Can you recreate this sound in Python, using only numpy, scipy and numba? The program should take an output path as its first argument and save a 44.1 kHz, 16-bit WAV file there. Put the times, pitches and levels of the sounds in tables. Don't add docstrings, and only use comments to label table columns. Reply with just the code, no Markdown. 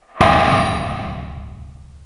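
import sys
import numpy as np
from scipy import signal
from scipy.fft import rfft, irfft
from scipy.io import wavfile
from numba import njit

SR = 44100
rng = np.random.default_rng(int(sys.argv[2]) if len(sys.argv) > 2 else 0)


def put_to_file(sound):
    columns = np.atleast_2d(sound).T
    safe = np.clip(columns, -1, 1)
    whole_steps = np.round(safe * 32767)
    wavfile.write(sys.argv[1], SR, whole_steps.astype(np.int16))


N = 90404


def undb(db):
    return 10 ** (np.asarray(db) / 20)


def unit(x):
    return x / np.sqrt(np.sum(x ** 2))


def times():
    return np.arange(N) / SR


def bins_hz():
    return np.arange(N // 2 + 1) * SR / N


def curve(rows):
    return undb(np.interp(times(), *np.array(rows).T))


def over_pitch(hz, rows):
    pitch_hz, value = np.array(rows).T
    return np.interp(np.log(hz + 1e-9), np.log(pitch_hz), value)


def noise(spectrum):
    white = rfft(rng.standard_normal(N))
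    coloured = irfft(white * undb(over_pitch(bins_hz(), spectrum)), N)
    return unit(coloured) * np.sqrt(N)


def fade(t60_s):
    return np.exp(-np.log(1000) * times() / t60_s)


CONTACT_S = 0.003


def ring(modes):
    tones = np.zeros(N)
    for k, (pitch_hz, level_db, t60_s) in enumerate(modes):
        sign = (-1) ** k
        sine = np.sin(2 * np.pi * pitch_hz * times())
        tones += sign * undb(level_db) * fade(t60_s) * sine
    return unit(tones * (1 - np.exp(-times() / CONTACT_S)))


def struck(spectrum):
    cepstrum = irfft(np.log(undb(over_pitch(bins_hz(), spectrum))), N)
    causal = 2 * cepstrum[:N // 2]
    return unit(irfft(np.exp(rfft(causal, N)), N))


def through(x, response):
    return signal.fftconvolve(x, response)[:N]


SCATTER_DB = 2.5


def clicks(rate_per_s):
    hits = rng.random(N) < rate_per_s / SR
    strength = undb(SCATTER_DB * rng.standard_normal(N))
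    sign = np.sign(rng.standard_normal(N))
    return unit(hits * strength * sign) * np.sqrt(N)


# pitch_hz, relative_db
HISS_COLOUR = [(15, 18), (32, 23), (70, 9), (130, 6), (400, 6.5), (800, 3.5), (1700, -2.5), (10000, -8),
               (13000, -31)]
# time_s, gain_db (on top of HISS_DB)
HISS_RISE = [(0, -2), (1.3, 1), (2.05, 2.5)]
HISS_DB = -58.5


def hiss():
    return undb(HISS_DB) * curve(HISS_RISE) * noise(HISS_COLOUR)


# pitch_hz, relative_db
CLANK_COLOUR = [(60, -15), (220, -2.5), (330, -8), (410, -11.5), (540, -6.5), (660, 2.5), (810, 1.5),
                (890, -15.5), (1060, -1), (1240, -1.5), (1460, -15), (1750, -9), (1880, -9), (2700, -12),
                (3400, -20), (4050, -18.5), (4400, -30.5), (5650, -30.5), (6200, -38.5), (8300, -48),
                (10500, -65.5)]
# pitch_hz, relative_db, t60_s
PLATE_MODES = [(467.4, -15, 0.6), (623, -6, 0.45), (658.2, 8, 0.19), (676, 18, 0.046), (746, -5.5, 0.053),
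               (811.5, 8, 0.24), (1006, -31, 0.062), (1137, 1, .1), (1196, 6, 0.098), (1670, -17.5, .15),
               (1910, -10.5, 0.45), (2180, -22.5, 0.062), (2546, -6, 0.085), (2920, -31.5, .12)]


def plate_body(ring_db):
    return unit(struck(CLANK_COLOUR) + undb(ring_db) * ring(PLATE_MODES))


LIGHT_RING_DB, HEAVY_RING_DB = -14, 3

# time_s, level_db (before filtering)
FALLING = [(0, -77), (.02, -47), (.07, -57.5), (.09, -43), (.135, -45), (.165, -32.5), (.2, -22.5)]
SHIFTS_PER_S, FALLING_LOW_HZ, FALLING_TOP_HZ = 2900, 350, 2200
FALLING_EDGE_DB = -19.5


def falling_plates():
    band_hz = [FALLING_LOW_HZ, FALLING_TOP_HZ]
    soft = signal.butter(2, band_hz, "bandpass", fs=SR, output="sos")
    shifts, push = clicks(SHIFTS_PER_S), curve(FALLING)
    edge = undb(FALLING_EDGE_DB) * push / push.max()
    contacts = (signal.sosfilt(soft, shifts) + edge * shifts) * push * ~landed()
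    return through(contacts, plate_body(LIGHT_RING_DB))


# start_s, clank_db (re BLOW_DB), thud_db (re THUD_DB)
BLOWS = [(.207, 0.5, 6.5), (.214, 6, 5), (.236, 9.5, -3), (.26, 2, 0.5), (.275, -0.5, -1.5),
         (.333, 9, -4.5), (.367, -4, -5.5), (.403, -1, -11.5), (.479, 3, 0.5), (.508, -16, 0.5),
         (.535, -0.5, -7), (.572, -3.5, -13), (.605, -20, -14), (0.655, -20, -30), (.73, -27, -11),
         (.828, -31, -14.5), (.913, -22.5, -19.5), (.998, -22.5, -11), (1.045, -31, -14.5),
         (1.098, -19.5, -10.5), (1.224, -38, -18.5)]
# pitch_hz, relative_db
THUD_COLOUR = [(20, -33.5), (35, -11.5), (52, -18), (68, -7.5), (88, -3.5), (108, -3), (165, -2),
               (200, 0.5), (240, -11), (400, -15), (900, -71), (3000, -67)]
# pitch_hz, relative_db, t60_s
BOOM_MODES = [(33, -20.5, 10), (71, 14, 3.3), (85.3, -11, 0.78), (130.7, -5, 1.9), (132.42, 3, 3.3),
              (210.8, -5, 1.2), (297, -9.5, 1.7)]
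THUD_DB, BOOM_DB = -29, -6
THUD_T60_S, THUD_LEAD_S = 0.041, 0.0022


def floor():
    thuds, pushes = np.zeros(N), np.zeros(N)
    for start_s, _, thud_db in BLOWS:
        start = int((start_s - THUD_LEAD_S) * SR)
        size = undb(THUD_DB + thud_db) * np.sqrt(SR)
        burst = unit(rng.standard_normal(N) * fade(THUD_T60_S))
        thuds[start:] += size * burst[:N - start]
        pushes[start] += size
    boom = undb(BOOM_DB) * through(pushes, ring(BOOM_MODES))
    return through(thuds, struck(THUD_COLOUR)), boom


def landed():
    return times() > BLOWS[0][0]


BLOW_DB, CHATTER_PER_S = -27.5, 3800
CHATTER_S = 0.0059


def plate_blows():
    contacts = np.zeros(N)
    for start_s, clank_db, _ in BLOWS:
        start = int(start_s * SR)
        chatter = unit(clicks(CHATTER_PER_S) * np.exp(-times() / CHATTER_S))
        contacts[start:] += undb(BLOW_DB + clank_db) * np.sqrt(SR) * chatter[:N - start]
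    return through(contacts, plate_body(HEAVY_RING_DB))


# pitch_hz, relative_db
CRACK_COLOUR = [(200, -7.5), (340, 0), (450, 10), (530, -0.5), (660, 5), (900, 1), (2200, -1.5),
                (4000, -12), (6000, -20), (8200, -23), (9800, -4), (11000, -25)]
CRACK_DB, CRACK_RISE_S, CRACK_T60_S = -8, 0.0064, 0.08


def crack():
    age_s = np.maximum(times() - BLOWS[0][0], 0)
    rise = 1 - np.exp(-age_s / CRACK_RISE_S)
    return undb(CRACK_DB - 60 * age_s / CRACK_T60_S) * rise * noise(CRACK_COLOUR)


# time_s, level_db
RATTLE = [(.21, -4), (.34, -9), (.44, -8.5), (.55, -8.5), (.72, -29.5), (.86, -24), (1.04, -28.5),
          (1.25, -55.5), (1.42, -65), (1.6, -73.5)]
RATTLE_PER_S = 650


def plate_rattle():
    contacts = clicks(RATTLE_PER_S) * curve(RATTLE) * landed()
    return through(contacts, plate_body(LIGHT_RING_DB))


# time_s, level_db
CHAIN_JINGLE = [(.21, -40.5), (.24, -33.5), (.4, -37.5), (.52, -28.5), (.66, -29.5), (.8, -47.5), (1, -63),
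                (1.2, -83)]
# pitch_hz, relative_db, t60_s
CHAIN_MODES = [(3880, 0, 0.057), (4710, -11, 0.1), (5720, -11.5, 0.034), (6610, -13.5, 0.033),
               (9070, -5, 0.044), (9460, -1.5, 0.034), (9280, -0.5, 0.022), (9820, 6, 0.017)]
CHAIN_PER_S = 1500


def chains():
    contacts = clicks(CHAIN_PER_S) * curve(CHAIN_JINGLE) * landed()
    return through(contacts, ring(CHAIN_MODES))


# pitch_hz, t60_s
ROOM_T60 = [(60, 3), (115, 2.45), (190, 1.51), (340, 1.55), (600, 1.053), (800, 1.265), (1500, 1.1),
            (4000, 1.133), (10000, 0.73)]
ROOM_DB, WALL_DELAY_S = 0.5, 0.014


def room(x):
    echoes, tail = rfft(rng.standard_normal(N)), np.zeros(N)
    centres_hz = np.geomspace(40, 12000, 12)
    for centre_hz, weights in zip(centres_hz, np.eye(len(centres_hz))):
        share = over_pitch(bins_hz(), list(zip(centres_hz, weights)))
        tail += irfft(echoes * share, N) * fade(over_pitch(centre_hz, ROOM_T60))
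    wet = undb(ROOM_DB)
    echo = through(x, unit(tail * (times() > WALL_DELAY_S)))
    return (x + wet * echo) / np.hypot(1, wet)


def scene():
    thuds, boom = floor()
    plates = falling_plates() + plate_blows() + plate_rattle()
    return (room(plates + crack() + chains() + thuds) + boom + hiss())[None]


@njit
def follow(x, attack, release):
    out, level = np.empty(len(x)), 0.
    for i in range(len(x)):
        level += (x[i] - level) * (attack if x[i] > level else release)
        out[i] = level
    return out


GAIN_TOP_DB, GAIN_RATIO = -17, 1.87
GAIN_ATTACK_S, GAIN_RELEASE_S = 0.013, 0.48
CLIP_LEVEL, TOP_HZ = 1.05, 10300


def record(dry):
    level = follow(np.abs(dry[0]), 1 / (GAIN_ATTACK_S * SR), 1 / (GAIN_RELEASE_S * SR))
    gain = np.maximum(level / undb(GAIN_TOP_DB), 1) ** (1 / GAIN_RATIO - 1)
    rounded = CLIP_LEVEL * np.tanh(dry * gain / CLIP_LEVEL)
    lowpass = signal.ellip(8, .2, 70, TOP_HZ, fs=SR, output="sos")
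    return signal.sosfilt(lowpass, rounded)


dry = scene()
out = record(dry)
put_to_file(out)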